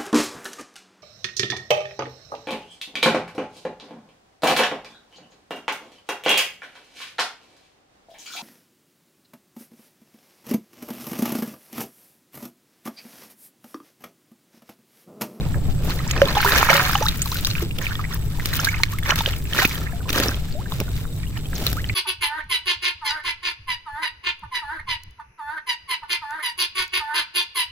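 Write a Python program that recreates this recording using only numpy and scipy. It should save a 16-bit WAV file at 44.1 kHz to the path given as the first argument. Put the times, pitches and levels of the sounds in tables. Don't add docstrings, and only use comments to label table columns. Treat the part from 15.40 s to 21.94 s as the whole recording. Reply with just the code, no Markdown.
import sys
import numpy as np
from scipy import signal
from scipy.fft import rfft, irfft, next_fast_len
from scipy.io import wavfile
from scipy.ndimage import uniform_filter1d

SR = 44100
rng = np.random.default_rng(int(sys.argv[2]) if len(sys.argv) > 2 else 0)


def decibels_to_gain(level_db):
    exponent = np.asarray(level_db, float) / 20
    return 10 ** exponent


def store_wav(level_fs):
    pcm = np.round(np.clip(np.atleast_2d(level_fs), -1, 1) * 32767)
    wavfile.write(sys.argv[1], SR, pcm.T.astype(np.int16))


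N = 288502
TIME = np.arange(N) / SR

# (crest [s], swell [s], ebb [s], bubbling [dB], spray [dB])
SURGES = [(0.0, 0.082, 0.86, -39, -54), (.514, 0.18, 0.9, -35, -43), (.72, 0.061, 0.28, -28, -57),
          (.875, 0.44, 0.45, -26.5, -47.5), (1.1, 0.41, 0.78, -17.5, -36.5), (1.217, 0.3, 0.16, -14, -34),
          (1.327, 0.1, 0.54, -14, -33), (1.5, 0.85, 0.77, -35.5, -36), (1.641, 0.054, 0.51, -49, -38.5),
          (1.93, 0.28, 0.58, -43, -39.5), (2.07, 0.019, 0.42, -42, -40), (2.225, 0.12, 0.045, -32.5, -44.5),
          (2.424, 0.041, 0.81, -32.5, -43.5), (2.73, 0.087, 0.13, -33, -45),
          (3.273, 0.59, 0.13, -33, -37.5), (3.36, 0.47, 0.58, -31.5, -47.5), (3.707, 0.11, 0.18, -19, -42),
          (3.801, 0.068, 0.099, -23, -33), (3.871, 0.043, 0.32, -31, -40.5),
          (4.23, 0.18, 0.082, -19.5, -29), (4.33, 0.17, 0.31, -31.5, -37.5),
          (4.7, 0.034, 0.064, -29.5, -39), (4.76, 0.057, 0.25, -22.5, -31), (4.83, 0.16, 0.37, -29, -35),
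          (5.325, 0.065, 0.47, -43, -45), (6.26, 0.26, 0.38, -50, -39), (3.52, 0.027, 0.11, -46, -39),
          (4.46, 0.092, 0.24, -37, -72), (5.58, 0.12, 0.26, -48, -47.5), (5.97, 0.052, 0.063, -34, -59)]
# (crest [s], swell [s], ebb [s], slosh [dB])
HEAVES = [(0.0, .1, 3.2, -34), (.514, 0.21, 0.26, -27.5), (.828, 0.17, 0.14, -25.5),
          (.928, 0.15, 0.28, -25), (1.15, 0.14, 0.3, -24.5), (1.33, 0.087, 0.6, -28.5),
          (1.641, 0.12, 0.076, -38), (1.95, 0.16, 0.43, -40), (2.225, 0.017, 0.13, -33),
          (2.424, 0.092, 0.2, -35.5), (3.27, 0.69, 0.052, -35.5), (3.707, 0.074, 0.16, -32),
          (3.871, 0.045, 0.39, -35), (4.205, 0.13, 0.041, -23.5), (4.4, 0.26, 0.23, -36.5),
          (4.8, 0.21, 0.33, -23), (5.393, 0.29, 0.54, -34), (6.216, 0.19, 0.6, -31.5)]
# (time [s], peak level [dB], pitch [Hz], t60 [s])
GULPS = [(0.818, -1.5, 554, 0.085), (.969, -9.5, 828, 0.086), (1.048, -6, 965, 0.035),
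         (1.055, -20.5, 400, 0.22), (1.300, -12, 549, 0.088), (1.346, -19.5, 560, 0.21),
         (1.41, -29.5, 744, 0.42), (1.552, -11.5, 805, 0.06), (1.623, -16.5, 862, 0.12),
         (2.223, -19, 336, 0.1), (2.224, -26, 447, 0.077), (3.40, -25.5, 910, 0.066),
         (3.719, -12.5, 1405, 0.028), (3.722, -18.5, 654, 0.024), (3.807, -14, 904, 0.032),
         (3.876, -15.5, 540, 0.026), (4.223, -18, 770, 0.079), (4.531, -33, 696, 0.19),
         (.293, -41, 796, 0.15), (0.666, -25, 910, 0.025), (6.498, -28, 2010, 0.064)]
# (time [s], peak level [dB], first pitch [Hz], last pitch [Hz], length [s])
CHIRPS = [(1.06, -18, 1150, 1700, .008), (1.165, -27, 450, 950, .035), (1.208, -23, 750, 1100, .024),
          (1.305, -19, 560, 1700, .034), (1.398, -22, 900, 1550, .024), (1.61, -22, 420, 1600, .024),
          (1.655, -22, 1100, 2050, .022), (1.917, -28, 900, 1500, .018), (3.53, -33, 1080, 1400, .026),
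          (5.147, -35, 590, 1500, .078), (6.367, -31, 1180, 2250, .042)]
# (time [s], peak level [dB], pitch [Hz])
SMACKS = [(.1437, -15.5, 1620), (.817, 0, 1460), (1.1213, 0.5, 1450), (1.1768, -6, 1660),
          (1.2287, 3.5, 1020), (1.3543, -1.5, 1390), (1.3963, 1.5, 1390), (1.495, -3, 1270),
          (1.5529, 0.5, 1120), (1.6856, 0.5, 3630), (1.819, -2.5, 6780), (2.153, -9, 2380),
          (2.387, -11, 3350), (2.9979, -10.5, 1850), (3.053, -17, 2930), (3.131, -9, 1840),
          (3.2317, -16, 960), (3.4345, 3, 2240), (3.707, -18, 1430), (4.355, -24, 1250),
          (3.8604, -0.5, 3000), (4.0542, -21, 2550), (4.1885, 2.5, 1600), (4.7782, -4.5, 1520),
          (4.8916, -9.5, 1490), (5.3212, -11.5, 1050), (5.6524, -22, 1260), (6.131, -15, 1700),
          (6.2672, -1.5, 3920), (6.4425, -17.5, 1850)]
# (time [s], peak level [dB], pitch [Hz])
DRIPS = [(.498, -17.5, 960), (.5916, -19, 1940), (.885, -12, 4030), (.7547, -29, 2470), (.9538, -11, 970),
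         (1.4721, -13, 1540), (1.5343, -32.5, 1480), (2.0483, -4.5, 3780), (2.0682, -14, 5500),
         (2.1018, -14.5, 4020), (2.1822, -16, 2620), (2.3085, -27, 2550), (2.414, -18, 1780),
         (2.456, -16.5, 2720), (2.4671, -10, 2240), (2.6508, -19, 2000), (3.1494, -32.5, 3020),
         (3.1774, -36, 2640), (3.3424, -12, 2050), (3.5862, -16.5, 2100), (3.6544, -18, 1980),
         (3.6935, -14, 1760), (3.789, -12, 3380), (3.933, -18, 2980), (4.1975, -8, 1880),
         (4.2487, -2, 2470), (4.467, -18, 1780), (4.6922, -14, 2570), (5.9554, -30, 2020),
         (6.4965, -9.5, 2180)]
# (time [s], peak level [dB], pitch [Hz])
PLINKS = [(.6868, -25, 2220), (.71, -21, 2180), (1.0762, -17, 1810), (1.858, -21, 1090),
          (1.956, -19.5, 1480), (2.5088, -19.5, 1480), (2.52, -22, 1490), (2.5544, -31, 1800),
          (2.593, -16, 1230), (2.6411, -19.5, 1940), (2.7078, -26, 1100), (2.728, -24, 1380),
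          (2.755, -30, 1130), (2.9856, -27, 850), (3.1944, -12.5, 1346), (3.2705, -7.5, 1560),
          (3.287, -9.5, 2190), (3.3313, -19, 1450), (3.6278, -22, 1590), (3.6726, -27, 1110),
          (4.4157, -27, 1270), (4.5224, -27.5, 1660), (4.605, -28, 1450), (5.258, -27, 1560),
          (5.4807, -28.5, 1430), (5.8328, -26.5, 2270), (4.656, -28, 1000), (5.8675, -32, 2840),
          (6.0556, -27.5, 3120)]
# (time [s], peak level [dB], thump relative to the slap [dB])
SLAPS = [(0.7109, -14, -17), (1.018, -29, -22), (1.339, -12, -24), (1.529, -25, -13), (1.5784, -37, -25),
         (1.6828, -19, -34), (1.823, -27, -46), (2.048, -21, -37), (2.0704, -14, -35), (2.105, -21, -30),
         (2.386, -21, -28), (2.7419, -33, -28), (3.057, -13.5, -10), (3.167, -31, -34), (3.246, -10.5, -39),
         (3.258, -19, -35), (3.434, -8, -47), (3.586, -26, -48), (3.692, -17, -16), (3.758, -16, -10.5),
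         (3.789, -16, -9), (4.2517, -9.5, -3), (4.7032, -13.5, -6), (4.73, -13, -11), (4.7595, -14, -6),
         (4.8, -12.5, 0), (4.8332, -23, -2), (4.884, -32, 10.5), (5.4017, -16.5, -5), (6.2656, -16, -12),
         (6.329, -20, -8)]
# (time [s], peak level [dB], pitch [Hz])
POPS = [(0.0089, -28, 3790), (0.498, -29.5, 2580), (0.5052, -22, 4130), (0.516, -27, 1480),
        (0.5903, -26, 3970), (0.678, -27, 5500), (0.6774, -26, 7300), (0.714, -16.5, 6800),
        (0.7657, -26, 3270), (0.817, -29.5, 5700), (0.8178, -10.5, 2930), (0.856, -16, 3450),
        (0.9043, -24, 4760), (0.952, -18, 3350), (0.956, -22, 1690), (0.978, -19, 2860),
        (1.0153, -18, 4170), (1.0523, -28, 6890), (1.0618, -15, 1390), (1.076, -13, 1720),
        (1.1213, -11, 3960), (1.1583, -24, 2080), (1.1793, -24, 5470), (1.22, -29, 6700),
        (1.2885, -9.5, 1340), (1.3179, -22, 4650), (1.3302, -8, 1380), (1.332, -13.5, 3930),
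        (1.3404, -17, 5300), (1.355, -17, 2820), (1.3607, -18, 2840), (1.3682, -12, 3960),
        (1.4572, -32, 4130), (1.495, -33, 2530), (1.5312, -21, 5110), (1.533, -16.5, 1510),
        (1.553, -26, 6550), (1.5551, -11.5, 2940), (1.5777, -23.5, 5970), (1.6263, -19.5, 5900),
        (1.657, -22, 5600), (1.6652, -13, 3850), (1.6832, -26, 6700), (1.7932, -27, 2370),
        (1.8196, -30, 4310), (1.858, -22.5, 4130), (1.861, -33, 5130), (1.9158, -26, 5760),
        (1.918, -20, 4000), (1.9706, -21.5, 4080), (1.99, -24.5, 3960), (2.0484, -20, 6030),
        (2.0762, -29.5, 1130), (2.1023, -29, 5800), (2.1124, -25, 2780), (2.112, -19, 4100),
        (2.166, -26, 1540), (2.205, -30, 1200),
        (2.311, -23.5, 2800), (2.384, -28, 2870), (2.4214, -36, 1870), (2.4252, -27, 6370),
                (2.5542, -20, 3380), (2.7271, -28, 3420), (2.737, -25.5, 5470), (3.0565, -29, 5510),
                (3.136, -16, 4040), (3.149, -25, 3080), (3.192, -17.5, 2970), (3.1997, -20, 6450),
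                (3.202, -20, 5240), (3.2497, -20, 5830), (3.25, -12, 4100), (3.2894, -22.5, 6550),
                (3.37, -26, 2240), (3.4345, -9.5, 4050), (3.6334, -23, 3420), (3.7059, -22, 2050),
                (3.7074, -9.5, 3000), (3.807, -17.5, 3550), (3.859, -25, 1560), (3.89, -28, 2900),
                (3.931, -28, 3180), (4.0722, -32, 2550), (4.1335, -14, 3100), (4.148, -18.5, 1340),
                (4.186, -21.5, 6160), (4.2243, -14, 1490), (4.244, -16, 1390), (4.2531, -13.5, 2030),
                (4.3552, -22, 3200), (4.693, -23, 1350), (4.7017, -22, 5830), (4.761, -19, 1380),
                (4.786, -19, 4940), (4.8009, -31, 5680), (4.8334, -17, 1560), (4.8336, -20.5, 6500),
                (4.836, -19, 4600), (4.8843, -14, 5430), (4.918, -24, 1520), (4.9446, -23, 3250),
                (5.125, -31, 4450), (5.3214, -23, 3600), (5.401, -40, 4000), (5.403, -25, 5550),
                (5.9699, -36, 4100), (6.1549, -25, 6300), (6.1593, -26, 4200), (6.1636, -26, 5340),
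                (6.329, -29, 5370), (6.443, -21.5, 2980), (6.4898, -25.5, 4360)]
# (time [s], peak level [dB])
TICKS = [(0.8164, -16), (1.0154, -9), (1.0523, -15), (1.1791, -8), (1.209, -25), (1.226, -13),
         (1.2923, -23), (1.5318, -9.5), (1.6824, -21), (1.7722, -14), (1.8191, -14), (1.8575, -15),
         (1.943, -9), (2.008, -15), (2.048, -12), (2.0695, -14), (2.3853, -17), (2.743, -11), (3.057, -7),
         (3.166, -7.5), (3.2456, -2), (3.4333, -20), (3.586, -13), (3.7572, -9), (3.7881, -20),
         (3.9827, -20), (4.0396, -19), (4.1234, -30.5), (4.1623, -18), (4.2526, -13), (4.2745, -14.5),
         (4.3474, -16), (4.6931, -13), (4.727, -10), (4.7579, -19), (4.8013, -9), (4.859, -14),
         (4.8896, -28), (5.401, -11.5), (6.265, -6), (6.3284, -12.5)]
# (frequency [Hz], density [dB per Hz])
FIZZ = [(240, -57), (400, 11), (446, -25), (559, -1.5), (694, -6.5), (892, 8.5), (1530, 11.5), (2090, 8),
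        (7000, -8.5), (9100, -34), (15400, -120)]
# (frequency [Hz], density [dB per Hz])
SPRAY = [(530, -14), (900, -41), (1060, -7.5), (1290, -1), (1710, -2.5), (1930, -2), (3770, 1),
         (4250, -1.5), (6610, -6), (8190, -12), (9230, -10), (11200, -8.5), (13800, -6), (15600, -11.5)]
LAGS = [-8, 0, -5, 4]
# (pitch [Hz], chirp rate [1/s], share of the cycle sounding [0-1],
# line width [Hz], fall of pitch over a cycle [Hz], one chirp start [s])
CRICKETS = [
    (7700, 17.2, .55, 40, 160, 3.918),
    (7900, 17.2, .55, 60, 120, 3.908),
    (3950, 23.2, .6, 45, 640, 5.538),
]
# (time [s], level [dB])
CRICKET_DB = [
    [(0, -58), (.6, -58), (2.2, -58), (2.4, -66), (3.0, -60), (3.6, -64), (3.85, -52), (4.15, -52),
     (4.8, -60), (6.54, -68)],
    [(0, -57), (2.0, -58), (2.9, -56), (3.5, -62), (4.6, -58), (5.2, -66), (5.9, -57), (6.54, -58)],
    [(0, -75), (4.9, -72), (5.05, -55), (5.4, -56), (5.6, -51), (5.82, -54), (5.87, -72), (6.54, -75)],
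]
# (frequency [Hz], density [dB per Hz])
AIR = [(150, -46), (250, 0.5), (399, 8), (491, 0), (915, -5.5), (1010, -7.5), (2100, -39), (3710, -34),
       (6800, -23), (7680, -3.5), (8520, -22), (9450, -4.5), (10800, -57), (12700, -17), (15600, -27)]
# (frequency [Hz], density [dB per Hz])
RUMBLE = [(7.1, -26.5), (12, 14.5), (34, -10.5), (59, -2), (102, -6), (157, -2), (195, -14), (320, -20.5),
          (420, -76), (700, -120)]
# (time [s], level [dB])
RUMBLE_DB = [(0.0, -21.5), (1.49, -26), (6.08, -28), (6.54, -27.5)]
# (pitch [Hz], line width [Hz], level [dB])
THROBS = [(58.1, 10, -33.5), (101.4, 15.3, -35)]
# (frequency [Hz], correlation [-1 to 1])
SAME = [(25, .55), (60, .92), (180, .92), (550, .6), (1650, .19), (4970, -.06), (15000, -.03)]
# (frequency [Hz], left minus right [dB])
PORTS = [(60, 3), (110, -3.5), (200, 2.5), (380, -3.5), (700, -2), (1290, -4.5), (2380, -4), (4400, 1.5),
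         (8120, -4), (15000, 12)]
# (frequency [Hz], width [Hz], depth [dB])
NOTCHES = [(8490, 140, -11), (10930, 910, -8)]

SURGE_SPAN_DB, CALM_BUBBLING_DB, CALM_SPRAY_DB, CALM_SLOSH_DB = 34.5, -59, -54, -78
SWELL_ROUND = 1.71
RISE, DRIP_RISE = (0, 1.1), .2
SWARM_PER_S = (18, 130)
SWARM_SPREAD_DB, SWARM_CLUMP_DB = 4.7, 3.2
RUSH = .1
DROPLET_SPREAD_DB, HISS_SHARE = 4.4, .6
SPRAY_SPLIT_HZ, SPRAY_CLUMP_DB = 6000, 4.6
SLOSH_LUMP_DB = 4
CHIRP_DB, CHIRP_FADE_DB = 4.5, -9
LATE_CLIMB, SLOW_NECK_S = 1.1, .074
SMACK_T60_S, DRIP_T60_S, PLINK_T60_S = 0.0081, 0.018, 0.036
TWIN_DB, TWIN_LATE_S, TWIN_DETUNE = -7, .008, .22
SLAP_T60_S, SLAP_DULL_HZ = .013, 8400
POP_CYCLES, POP_MIN_S = 7.9, 0.0097
TICK_T60_S, TICK_HZ = 0.0092, 9000
AIR_DB, AIR_PATCH_DB = -45.5, 3.
SCATTER_DB, EDGE_HZ = -5, 15900


def bubbling():
    swarm = np.zeros((len(LAGS), N))
    burst = clumps(0.0082, SWARM_CLUMP_DB)
    flow = churn(SURGES, CALM_BUBBLING_DB)
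    per_s = np.interp(np.sqrt(flow / flow.max()), [0, 1], SWARM_PER_S)
    for k, hz in enumerate(np.geomspace(500, 6500, num=44)):
        ring = bubble(hz, t60=rng.uniform(5.6, 86.4) / hz, rise=rng.uniform(*RISE))
        weight = decibels_to_gain(read(FIZZ, hz)) * np.sqrt(hz) / np.linalg.norm(ring)
        train = signal.oaconvolve(clicks(per_s, SWARM_SPREAD_DB), ring)[:N]
        swarm[k % len(LAGS)] += weight * train
    swarm = evened(swarm / np.sqrt(per_s))
    rush = rng.standard_normal(swarm.shape)
    rush = evened(signal.oaconvolve(rush, causal(FIZZ)[None], axes=1)[:, :N])
    return decibels_to_gain(-9.0) * flow * evened((swarm + RUSH * rush) * burst)


def gulps():
    out = np.zeros((len(LAGS), N))
    for s, db, hz, t60 in GULPS:
        add(out[2], s, decibels_to_gain(db + 1.0) * bubble(hz, t60, rise=0.013))
    return out


def chirps():
    out = np.zeros((len(LAGS), N))
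    for s, db, first_hz, last_hz, length in CHIRPS:
        late = LATE_CLIMB + (length / SLOW_NECK_S) ** 4
        u = np.linspace(0, 1, int(length * SR))
        hz = first_hz * (last_hz / first_hz) ** (u ** late)
        tone = np.sin(2 * np.pi * np.cumsum(hz) / SR) * signal.windows.tukey(len(u), .15)
        add(out[2], s, decibels_to_gain(db + CHIRP_DB + CHIRP_FADE_DB * u) * tone)
    return out


def drips():
    out, surface_tick = np.zeros((len(LAGS), N)), causal(SPRAY)
    for rows, t60 in [(SMACKS, SMACK_T60_S), (DRIPS, DRIP_T60_S), (PLINKS, PLINK_T60_S)]:
        for s, db, hz in rows:
            place = rng.integers(0, len(LAGS))
            twin_s = s + TWIN_LATE_S * rng.random()
            twin_hz = hz * (1 + TWIN_DETUNE * rng.uniform(-1, 1))
            add(out[place], s, decibels_to_gain(db - 2.5) * bubble(hz, t60, DRIP_RISE))
            add(out[place - 1], twin_s, decibels_to_gain(db + TWIN_DB) * bubble(twin_hz, t60, DRIP_RISE))
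            add(out[place], s, decibels_to_gain(db - 26.0) * surface_tick)
    return out


def slaps():
    out, colour = np.zeros((len(LAGS), N)), causal(SPRAY)
    t = np.arange(2000) / SR
    crack_shape = np.minimum(t / 0.000069, 1) * decibels_to_gain(-60 * t / SLAP_T60_S)
    thump = np.sin(2 * np.pi * 270 * t) * decibels_to_gain(-60 * t / 0.014)
    for s, db, thump_db in SLAPS:
        burst = rng.standard_normal((len(LAGS), len(t)))
        crack = signal.oaconvolve(burst * crack_shape, colour[None], axes=1)
        crack = signal.lfilter(*signal.butter(1, SLAP_DULL_HZ, fs=SR), crack)
        for bus, part in zip(out, crack):
            add(bus, s, decibels_to_gain(db - 5.0) * part)
        add(out[2], s, decibels_to_gain(db + thump_db + 7) * thump)
    return out


def pops():
    out = np.zeros((len(LAGS), N))
    for s, db, hz in POPS:
        place = rng.integers(0, len(LAGS))
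        ring = bubble(hz, POP_MIN_S + POP_CYCLES / hz, rise=0.13 * rng.random())
        add(out[place], s, decibels_to_gain(db + 5.0) * ring)
    return out


def ticks():
    out, t = np.zeros((len(LAGS), N)), np.arange(800) / SR
    shape = np.minimum(t / 0.0021, 1) * decibels_to_gain(-60 * t / TICK_T60_S)
    treble = signal.butter(3, TICK_HZ, "high", fs=SR)
    for s, db in TICKS:
        tick = signal.lfilter(*treble, rng.standard_normal((2, len(t))) * shape)
        add(out[0], s, decibels_to_gain(db) * tick[0])
        add(out[3], s, decibels_to_gain(db + 3.0) * tick[1])
    return out


def spray():
    patter = [evened(clicks(600, DROPLET_SPREAD_DB)) + HISS_SHARE * rng.standard_normal(N) for _ in LAGS]
    patter = signal.oaconvolve(np.array(patter), causal(SPRAY)[None], axes=1)[:, :N]
    coarse = signal.oaconvolve(patter, signal.firwin(31, SPRAY_SPLIT_HZ, fs=SR)[None], "same")
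    bursts = np.zeros((len(LAGS), N))
    for k, (low, both) in enumerate(zip(coarse, patter)):
        bursts[k] = low * clumps(0.017, SPRAY_CLUMP_DB)
        bursts[k] += (both - low) * clumps(0.011, SPRAY_CLUMP_DB)
    return decibels_to_gain(2.0) * churn(SURGES, CALM_SPRAY_DB, column=4) * evened(bursts)


def slosh():
    folds = signal.lfilter(*signal.butter(2, [140, 600], "band", fs=SR), rng.standard_normal(N))
    return decibels_to_gain(-3.5) * churn(HEAVES, CALM_SLOSH_DB) * evened(folds * clumps(0.012, SLOSH_LUMP_DB))


def crickets():
    out = np.zeros((2, N))
    for (hz, per_s, share, width_hz, fall_hz, start), level in zip(CRICKETS, CRICKET_DB):
        uneven = .12 * np.log(clumps(.1, 8.7))
        cycle = ((TIME - start) * per_s + uneven) % 1
        strokes = uniform_filter1d(1. * (cycle < share), size=300)
        out += curve(level) * evened(strokes * whistle(hz - fall_hz * cycle, width_hz))
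    return out


def engine():
    out = curve(RUMBLE_DB) * noise(RUMBLE, patchy_db=1.0, size=4096)
    for hz, width_hz, db in THROBS:
        out = out + decibels_to_gain(db) * whistle(hz, width_hz, count=1)
    return out


def air():
    return decibels_to_gain(AIR_DB) * noise(AIR, AIR_PATCH_DB)


def placed(places):
    t, out = np.arange(1800) / SR, np.zeros((2, N))
    for x, lag in zip(places, LAGS):
        scatter = rng.standard_normal((2, len(t))) * decibels_to_gain(-60 * t / 0.021) * (t > .0012)
        scatter = np.diff(scatter, prepend=0)
        path = decibels_to_gain(SCATTER_DB) * scatter / np.linalg.norm(scatter[0])
        path += np.sinc(np.arange(len(t)) - 16 - np.array([[lag / 2], [-lag / 2]]))
        out += signal.oaconvolve(x[None], path, axes=1)[:, 16:N + 16]
    return out


def bubble(hz, t60, rise=0.):
    t = np.arange(int(t60 * SR) + 8) / SR
    turns = np.cumsum(hz * (1 + rise * t / t60)) / SR
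    return np.sin(2 * np.pi * turns) * decibels_to_gain(-60 * t / t60) * np.minimum(turns / 0.5, 1)


def churn(rows, calm_db, column=3):
    power = decibels_to_gain(calm_db) ** 2
    for row in rows:
        crest, swell, ebb = row[:3]
        before = (abs(crest - TIME) / swell) ** SWELL_ROUND
        away = np.where(TIME < crest, before, (TIME - crest) / ebb)
        power = power + decibels_to_gain(row[column] - SURGE_SPAN_DB * away) ** 2
    return np.sqrt(power)


def clicks(per_s, spread_db):
    size = decibels_to_gain(spread_db * np.minimum(rng.exponential(1, N), 4)) * rng.choice([-1, 1], N)
    return size * (rng.random(N) < per_s / SR)


def clumps(seconds, depth_db):
    width = int(seconds * SR)
    drift = uniform_filter1d(uniform_filter1d(rng.standard_normal(N), width), width)
    return decibels_to_gain(depth_db * evened(drift))


def whistle(hz, width_hz, count=2):
    r = np.exp(-np.pi * width_hz / SR)
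    fuzz = rng.standard_normal((count, N)) + 1j * rng.standard_normal((count, N))
    fuzz = signal.lfilter([1], [1, -2 * r, r * r], fuzz)
    carrier = np.exp(2j * np.pi * np.cumsum(hz * np.ones(N)) / SR)
    return evened((fuzz * carrier).real)


def noise(points, patchy_db, size=1024):
    frames, hz = 4 * N // size + 5, np.fft.rfftfreq(size, 1 / SR)
    a, b, c, d, patches = rng.standard_normal((frames, len(hz), 5)).T
    patches = evened(uniform_filter1d(uniform_filter1d(patches, size=10, axis=0), size=10, axis=1))
    same = np.clip(read(SAME, hz), -1, 1)[:, None]
    left = a + 1j * b
    right = same * left + np.sqrt(1 - same ** 2) * (c + 1j * d)
    z = np.array([left, right]) * decibels_to_gain(read(points, hz)[:, None] + patchy_db * patches)
    return evened(signal.istft(z, nperseg=size, noverlap=3 * size // 4)[1][:, :N])


def causal(points):
    hz = abs(np.fft.fftfreq(4096, 1 / SR))
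    gain = np.log(decibels_to_gain(np.maximum(read(points, hz), -100)))
    taps = np.fft.ifft(np.exp(np.conj(signal.hilbert(gain)))).real[:1024]
    return taps / np.linalg.norm(taps)


def evened(x):
    return x / np.sqrt(np.mean(x ** 2) + 1e-20)


def read(points, hz):
    f, value = np.transpose(points)
    return np.interp(np.log(hz + 1), np.log(f + 1), value)


def curve(rows):
    s, db = np.transpose(rows)
    return decibels_to_gain(np.interp(TIME, s, db))


def add(mix, s, sound):
    part = mix[round(s * SR):][:len(sound)]
    part += sound[:len(part)]


def scene():
    drops = gulps() + chirps() + drips() + slaps()
    water = placed(bubbling() + drops + pops() + ticks() + spray()) + slosh()
    return water + crickets() + engine() + air()


def low_pass(x):
    return signal.sosfilt(signal.butter(12, 16830, fs=SR, output="sos"), x)


def record(dry):
    size = next_fast_len(N)
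    hz = np.fft.rfftfreq(size, 1 / SR)
    tilt_db = read(PORTS, hz) / 2
    dips_db = sum(db * np.exp(-((hz - at_hz) / width_hz) ** 2) for at_hz, width_hz, db in NOTCHES)
    colour = decibels_to_gain([dips_db + tilt_db, dips_db - tilt_db])
    ports = irfft(rfft(dry, size) * colour, size)[:, :N]
    ports = signal.oaconvolve(ports, signal.firwin(255, EDGE_HZ, fs=SR)[None], "same")
    return low_pass(np.clip(ports, -1, 1))


dry = scene()
out = record(dry)
store_wav(out)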